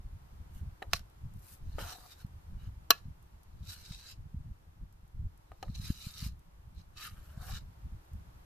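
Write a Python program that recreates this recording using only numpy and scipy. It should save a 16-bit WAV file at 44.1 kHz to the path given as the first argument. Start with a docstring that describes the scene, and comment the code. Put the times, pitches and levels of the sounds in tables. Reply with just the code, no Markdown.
"""A plastic spoon stirs thick mash in an aluminium camping pot, held by one hand on a wooden bench in a wood.
Quiet outdoor air (filtered noise) and an uneven low rumble (noise in swells) with soft microphone bumps run throughout.
From about half a second pushes of the spoon smear the mash with a wet hiss, and most scrape the wall (grainy noise).
Taps on the bottom and knocks on the damped wall soon join (decaying modes and noise puffs); the loudest knock is near 3 s.
Scraping returns near 4 s and 6 s and is strongest near 7 s, when the tip also drags on the bottom again."""
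import sys
import numpy as np
from scipy import signal
from scipy.fft import rfft, irfft, next_fast_len
from scipy.io import wavfile
from scipy.ndimage import uniform_filter1d, map_coordinates

SR = 44100
rng = np.random.default_rng(int(sys.argv[2]) if len(sys.argv) > 2 else 0)


def persist_wave(psi):
    """Save psi, clipped to +-1, as 16-bit WAV."""
    counts = np.round(np.clip(psi, -1, 1) * 32767).astype(np.int16)
    wavfile.write(sys.argv[1], SR, np.atleast_2d(counts).T)


N = 372644  # samples

# relative spectrum of the wet smear: frequency_hz, density_db_per_hz
SMEAR_SPECTRUM = [(2000, -18), (8500, -7.5), (12500, -3.5), (14500, -6.5)]
# relative spectrum of the hollow rub on the wall: frequency_hz, density_db_per_hz
RUB_SPECTRUM = [(650, -25), (1200, -0.5), (1800, 0), (1950, -9), (2600, -7.5), (2950, 1.5), (3400, -11.5),
                (6000, -21.5)]
# relative spectrum of the dull thud: frequency_hz, density_db_per_hz
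THUD_SPECTRUM = [(120, -29), (330, -4.5), (680, 0.5), (950, -9.5), (3000, -38.5)]
# left-right correlation of sounds from the pot: frequency_hz, correlation (limited to -1..1 in use)
POT_CORRELATION = [(200, 1.5), (640, 0), (1350, 0.82), (3100, 0.14), (6000, -0.03)]

BURST_T = np.arange(SR // 5) / SR  # time axis of one short contact sound, s


def amp(db):
    """Level law: decibels to amplitude gain."""
    return 10 ** (np.asarray(db) / 20)


def unit(x):
    """Power normalisation: x at rms 1."""
    return x / np.sqrt(np.mean(x ** 2) + 1e-20)


def along(points, hz):
    """Logarithmic frequency scale: (Hz, value) points joined by straight lines on it."""
    f, v = np.transpose(points)
    return np.interp(np.log(hz + 1), np.log(f + 1), v)


def wobble(rate_hz):
    """Band-limited fluctuation: random knots at this rate joined by a smooth curve."""
    knots = rng.standard_normal(int(N * rate_hz / SR) + 4)
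    return map_coordinates(knots, [np.arange(N) * rate_hz / SR])


def filtered(x, response):
    """Linear filtering: the spectrum of x times a response of frequency."""
    n = x.shape[-1]
    padded = next_fast_len(n + SR // 10)
    spectrum = rfft(x, padded) * response(np.fft.rfftfreq(padded, 1 / SR))
    return irfft(spectrum, padded)[..., :n]


def panned(db):
    """Interaural level difference: left and right gains, split evenly in dB."""
    return amp(np.array([[1], [-1]]) * db / 2)


def coloured(pair, spectrum, correlation):
    """Mid-side mixing: two unrelated signals become stereo of rms 1 with this spectrum and correlation."""
    def response(hz):
        angle = np.arccos(np.clip(along(correlation, hz), -1, 1)) / 2
        return amp(along(spectrum, hz)) * [np.cos(angle), np.sin(angle)]

    mid, side = filtered(pair, response)
    return unit(np.array([mid + side, mid - side]))


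def add(track, s, sound):
    """Superposition: mix a sound into the track from time s."""
    part = track[:, round(s * SR):][:, :sound.shape[-1]]
    part += sound[..., :part.shape[-1]]


def burst(spectrum, t60):
    """Exponential decay: a short puff of coloured noise that loses 60 dB in t60 seconds."""
    noise = rng.standard_normal((2, len(BURST_T)))
    return coloured(noise, spectrum, POT_CORRELATION) * amp(-60 * BURST_T / t60)


def envelope(s, hold_s, rise_s, fall_db_per_s):
    """Exponential growth and decay: gain climbs to 1 at time s, holds, then dies away."""
    t = np.arange(N) / SR - s
    onset_db = 24  # growth over the rise time
    climb_db = onset_db * np.minimum(t, 0) / max(rise_s, 1 / SR)
    fall_db = fall_db_per_s * np.maximum(t - hold_s, 0)
    return amp(np.maximum(climb_db - fall_db, -200))


def buffeting():
    """Addition of powers: the rumble's strength is swells over a calm base."""
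    # swells of low buffeting: full_s, hold_s, level_db
    swell_rows = [(0, 0.2, -48.5), (.34, 0.069, -45), (0.579, 0.075, -40.5), (0.902, 0.11, -44),
                  (1.241, 0.081, -42), (1.639, 0.16, -41.5), (2.3, 0.0092, -45), (2.52, 0.16, -40.5),
                  (3.04, 0.033, -44), (3.55, 0.11, -42), (3.89, 0.045, -46), (4.201, 0.32, -45),
                  (4.8, 0.047, -46), (5.18, 0.084, -40), (5.691, 0.2, -42), (6.24, 0.046, -38.5),
                  (6.66, 0.26, -50), (7.08, 0.16, -50.5), (7.39, 0.23, -42), (7.84, 0.079, -42.5),
                  (8.14, 0.076, -43)]
    calm_db, rise_s, fall_db_per_s = -58, 0.1, 149.5
    power = amp(calm_db) ** 2
    for s, hold_s, db in swell_rows:
        power = power + (amp(db) * envelope(s, hold_s, rise_s, fall_db_per_s)) ** 2
    return np.sqrt(power)


def rumble():
    """Modulated noise and damped motion: lumps of limited size, and bumps that swing quicker when harder."""
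    # relative spectrum of the buffeting: frequency_hz, density_db_per_hz
    low_spectrum = [(15, -1.5), (70, 4.5), (120, -4), (190, -12.5), (400, -42.5), (900, -79)]
    # soft bumps on the microphone: centre_s, level_db
    bump_rows = [(0.949, -32), (2.25, -28), (3.058, -31), (3.086, -32), (3.912, -30.5), (4.347, -26.5),
                 (5.7, -25.5), (5.8, -28.5), (5.905, -18), (6.071, -28), (6.229, -27.5), (6.266, -27),
                 (7.378, -30)]
    low_correlation = [(50, 0.97), (130, 0.81), (290, 0.74)]  # frequency_hz, correlation
    lump_gain = amp(6.6 * np.tanh(wobble(45)))  # tanh limits the lumps
    lumps = rng.standard_normal((2, N)) * lump_gain
    out = buffeting() * coloured(lumps, low_spectrum, low_correlation)

    half_s = 1 / 20
    t = np.arange(SR // 10) / SR - half_s
    for s, db in bump_rows:
        swing_hz = 115 * amp(db + 19.0) ** 0.24
        cycles = swing_hz * t
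        swing = np.cos(2 * np.pi * cycles + 0.84) * np.exp(-(cycles / 0.25) ** 2)
        add(out, s - half_s, amp(db) * swing)
    return out


def air():
    """Stationary noise under slow modulation: the distant hush of the wood sinks and returns."""
    # relative spectrum of outdoor air: frequency_hz, density_db_per_hz
    air_spectrum = [(180, -27.5), (300, -5.5), (463, -10), (900, -6.5), (2350, -19), (8780, -27),
                    (14000, -23.5)]
    # left-right correlation of the air: frequency_hz, correlation (-1..1)
    air_correlation = [(290, 0.26), (640, -0.51), (1400, -0.27)]
    # mean level of the distant hush: time_s, level_db
    hush_levels = [(2.2, -65), (5, -69), (6.8, -67.5), (7.8, -64)]
    level_db = np.interp(np.arange(N) / SR, *np.transpose(hush_levels))
    hush = coloured(rng.standard_normal((2, N)), air_spectrum, air_correlation)
    return amp(level_db + 0.4 * wobble(2.0)) * hush


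def sticky_ticks():
    """Adhesive release: at random moments the mash lets go of the spoon with a tiny tick."""
    out = np.zeros((2, N))
    count = round(2 * N / SR)  # two a second on average
    for when, faintness in rng.random((count, 2)):
        tick = amp(-56 - 10 * faintness) * burst(SMEAR_SPECTRUM, t60=0.024)
        add(out, when * N / SR, tick)
    return out


def pressure(rows):
    """Contact force: pushes of the hand summed into one gain per sample for each level column."""
    let_go_db_per_s = 550  # how fast a push dies as the hand eases off
    return sum(amp(db)[:, None] * envelope(s, hold_s, rise_s, let_go_db_per_s)
               for s, hold_s, rise_s, *db in rows)


def friction(spectrum, patchy_db, glide=None, peak_db=0):
    """Stick-slip: tiny slips merge into a grainy rush, its resonances shifting as the contact travels."""
    grain_db = 1.5 * wobble(70) + 2 * wobble(420) + 1.5 * wobble(2500)
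    slips = rng.standard_normal((2, N)) * amp(grain_db)
    hz, t, z = signal.stft(slips, SR, nperseg=1024)
    field = rng.standard_normal(z.shape[1:])
    field = uniform_filter1d(field, size=4, axis=0)  # smooth over frequency
    field = uniform_filter1d(field, size=6, axis=1)  # smooth over time
    gain = amp(patchy_db * unit(field))  # narrow resonances come and go
    if glide is not None:
        half_width_octaves = 0.064
        octaves = np.log2((hz[:, None] + 1) / np.interp(t, *np.transpose(glide)))
        gain = gain * amp(peak_db / (1 + (octaves / half_width_octaves) ** 2))
    rush = signal.istft(z * gain, nperseg=1024)[1][:, :N]
    return coloured(rush, spectrum, POT_CORRELATION)


def stirring():
    """Sliding friction under varying force: pushes scrape, rub and smear, and the tip drags on the bottom."""
    # pushes along the wall: full_pressure_s, hold_s, rise_s, scrape_db, rub_db, smear_db
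    push_rows = [(.565, 0.031, 0.078, -85, -71, -63), (.94, 0.027, 0.03, -48, -54, -54),
                 (1.485, 0.062, 0.14, -72.5, -73.5, -55), (1.79, 0.031, 0.0039, -54, -47, -57),
                 (1.895, 0.032, 0.21, -51, -57.5, -53), (1.96, 0.13, 0.07, -65, -91, -62.5),
                 (2.115, 0.0097, 0.051, -55.5, -66, -60), (2.21, 0.0053, 0.084, -62, -67, -61),
                 (2.62, 0.056, 0.1, -73.5, -67.5, -77.5), (2.93, 0.055, .01, -63.5, -67, -76.5),
                 (3.695, 0.041, 0.062, -50.5, -64.5, -53.5), (3.8, 0.11, 0.18, -60, -71.5, -66.5),
                 (3.92, 0.03, 0.021, -57, -91, -75), (4.085, 0.035, 0.38, -52, -66.5, -62),
                 (5.752, 0.0028, 0.013, -53, -86, -79), (5.853, 0.051, 0.094, -50.5, -60, -55.5),
                 (6.02, 0.076, 0.42, -53.5, -70, -59.5), (6.21, 0.06, 0.19, -48.5, -59, -52.5),
                 (6.79, 0.024, 0.062, -66, -76, -78.5), (6.974, 0.055, 0.017, -54, -57, -66),
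                 (7.037, 0.035, 0.072, -50.5, -48.5, -50.5), (7.1, 0.232, 0.044, -76, -69, -69.5),
                 (7.42, 0.026, 0.07, -60.5, -68, -63), (7.47, 0.037, 0.043, -63.5, -60.5, -55),
                 (7.54, 0.036, 0.08, -51, -57, -60)]
    # drags of the tip over the bottom: full_pressure_s, hold_s, rise_s, level_db
    drag_rows = [(1.785, 0.15, 0.0097, -51), (1.95, 0.12, 0.029, -64.5), (7.3, 0.14, 0.54, -69),
                 (7.44, 0.087, 0.12, -56.5)]
    # relative spectra of the sharp scrape and the drag: frequency_hz, density_db_per_hz
    scrape_spectrum = [(1500, -19.5), (2600, -8.5), (3450, -11), (3900, 3.5), (4200, 0.5), (4500, -2.5),
                       (6400, -8), (8500, -16), (15000, -27)]
    drag_spectrum = [(300, -16), (560, -7), (1000, -5.5), (1600, -5), (2300, -21)]
    # gliding resonances as the spoon travels over wall and bottom: time_s, frequency_hz
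    wall_path = [(1.9, 1485), (3.8, 1322), (4.1, 1615), (5.85, 1285), (6.2, 1300), (6.29, 1163),
                 (7.2, 1237), (7.35, 1437)]
    bottom_path = [(1.82, 573), (1.87, 737), (2.06, 734), (7.28, 588), (7.55, 815)]
    # stereo balance: frequency_hz, left_minus_right_db
    stereo_balance = [(700, 4), (1290, -3.5), (2400, 5), (4400, -2), (8100, -5), (13000, 9)]

    sharp, hollow, wet = pressure(push_rows)
    scrape = sharp * friction(scrape_spectrum, patchy_db=3.8)
    rub = hollow * friction(RUB_SPECTRUM, patchy_db=3, glide=wall_path, peak_db=6)
    drag = pressure(drag_rows) * friction(drag_spectrum, patchy_db=2.5, glide=bottom_path, peak_db=16)
    smear = wet * friction(SMEAR_SPECTRUM, patchy_db=3.5)
    return filtered(scrape + rub + drag + smear, lambda hz: panned(along(stereo_balance, hz)))


def taps():
    """Selective modal excitation: landing on the bottom through mash gives a hollow ring over a dull thud."""
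    # modes of the bottom under the mash: frequency_hz, level_db, t60_s
    bottom_modes = [(770, 2, 0.027), (1235, -2.5, 0.04), (1820, 4.5, 0.014), (2920, -5.5, 0.007),
                    (3960, 1.5, .025)]
    # taps, with the pitch that the touched spot favours: start_s, ring_db, thud_db, pitch_hz
    tap_rows = [(0.821, -37, -34, 790), (0.825, -32, -38.5, 2200), (1.784, -39, -28.5, 1100),
                (1.984, -53, -47, 790), (5.518, -47, -43, 1180), (5.628, -30.5, -31.5, 786),
                (5.681, -50.5, -56, 1200)]
    favour_db_per_octave = 14  # how much weaker modes ring away from that pitch
    out, t = np.zeros((2, N)), BURST_T
    attack = 1 - np.exp(-t / 0.00026)
    for s, ring_db, thud_db, favoured_hz in tap_rows:
        ring = amp(-12.5) * burst(RUB_SPECTRUM, t60=0.035)  # the wall rattles along
        for hz, db, t60 in bottom_modes:
            detuning_db = favour_db_per_octave * abs(np.log2(hz / favoured_hz))
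            ring = ring + amp(db - detuning_db - 60 * t / t60) * np.sin(2 * np.pi * hz * t)
        thud = burst(THUD_SPECTRUM, t60=0.011)
        thud = thud + amp(-16.5) * burst(THUD_SPECTRUM, t60=0.16)  # the bench sounds on briefly
        add(out, s, panned(1.8) * (amp(ring_db) * ring + amp(thud_db) * thud) * attack)
    return out


def pot_ring(place, damping, node_db, choke_db):
    """Modal synthesis: modes struck near a node stay weak, and the settling spoon chokes the high ones."""
    # wall modes damped by food and hand: frequency_hz, level_db, t60_s (at damping 1), left_minus_right_db
    wall_modes = [(700, -20.5, 0.03, 11.5), (1135, -15, 0.048, -3.5), (1370, -11, 0.026, -0.5),
                  (1510, -19, 0.035, 8), (1710, -32, 0.11, -1.5), (2590, -27.5, 0.084, 2.5),
                  (2820, -20, 0.045, 1), (3130, -18, 0.022, 10.5), (3870, -18, .025, 5),
                  (4130, -11, 0.035, -8.5), (4800, -17.5, 0.02, -11), (4960, -18, 0.016, -11),
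                  (5655, -13.5, 0.022, -5.5), (7000, -23, 0.02, -4), (12730, -11, 0.012, 4.5),
                  (12750, -11.5, 0.023, 12)]
    # left-right phase lead: frequency_hz, lead_rad
    phase_lead = [(600, 0.39), (1300, -0.013), (2600, 1.2), (5000, -0.083)]
    choke_above_hz = 3500
    t = BURST_T
    settled = np.interp(t, [.012, .018], [0, 1])  # the spoon comes to rest on the wall
    ring = np.zeros((2, len(t)))
    phases = np.pi * rng.standard_normal(len(wall_modes))
    for k, ((hz, db, t60, pan_db), phase) in enumerate(zip(wall_modes, phases)):
        lead = np.array([[1], [-1]]) * along(phase_lead, hz) / 2
        wave = np.sin(2 * np.pi * hz * t + phase + lead)
        loss_db = 60 * t * damping / t60 + choke_db * settled * (hz > choke_above_hz)
        struck_db = db + node_db * np.sin(np.pi * k * place) ** 2
        ring += panned(pan_db) * amp(struck_db - loss_db) * wave
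    return ring


def knocks():
    """Impact excitation: the spoon hits the bare wall, stays on it and damps its modes."""
    # strikes; damping by the spoon is a factor: start_s, level_db, brightness_hz, place (0-1), damping
    knock_rows = [(0.9331, -8, 9000, 0.19, 1.5), (0.993, -39, 14100, 0.5, 1.8),
                  (2.9054, 0.5, 14970, 0.01, 1), (5.627, -32.5, 9000, 0.24, 1.2)]
    # relative spectrum of the contact: frequency_hz, density_db_per_hz
    crack_spectrum = [(150, -26), (420, -8.5), (1500, -1.5), (3500, -2.5), (6000, -2.5), (8000, -11),
                      (10500, -10), (12500, -3)]
    out = np.zeros((2, N))
    attack = 1 - np.exp(-BURST_T / 0.00081)
    for s, db, bright_hz, place, damping in knock_rows:
        wall = pot_ring(place, damping, node_db=-9, choke_db=12.5)
        click = burst(crack_spectrum, t60=0.0076)  # the contact itself
        shiver = amp(-9.5) * burst(crack_spectrum, t60=0.025)  # many weak modes between the strong ones
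        tail = amp(-30.5) * burst(RUB_SPECTRUM, t60=0.075 / damping)  # the clank blurs into hollow noise
        thud = amp(-23) / damping * burst(THUD_SPECTRUM, t60=0.035)  # the pot is jolted on the bench
        strike = wall + click + shiver + tail + thud
        strike = signal.lfilter(*signal.butter(2, bright_hz, fs=SR), strike)
        add(out, s, amp(db) * strike * attack)
    return out


def surroundings(x):
    """Diffuse scattering: bench, ground and trunks return a faint tail, by convolution with dying noise."""
    # decay of the early tail: frequency_hz, t60_s
    tail_decay = [(300, 0.23), (4200, 0.12), (14000, 0.11)]
    hz, t, z = signal.stft(rng.standard_normal((2, SR // 2)), SR, nperseg=256)
    early = amp(-60 * t / along(tail_decay, hz)[:, None])
    late = amp(-29.0 - 60 * t / 0.604)
    tail = signal.istft(z * (early + late), SR, nperseg=256)[1]
    return signal.fftconvolve(x, tail / np.linalg.norm(tail[0]), axes=1)[:, :N]


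def scene():
    """Superposition of sources: the pot close by, in open air."""
    pot = stirring() + sticky_ticks() + taps() + knocks()
    return rumble() + air() + pot + amp(-22.5) * surroundings(pot)


def record(dry):
    """Saturation and band limiting: clip at full scale, then a very steep low-pass."""
    top_hz = 14300
    return filtered(np.clip(dry, -1, 1), lambda hz: 1 / np.sqrt(1 + (hz / top_hz) ** 500))


dry = scene()
out = record(dry)
persist_wave(out)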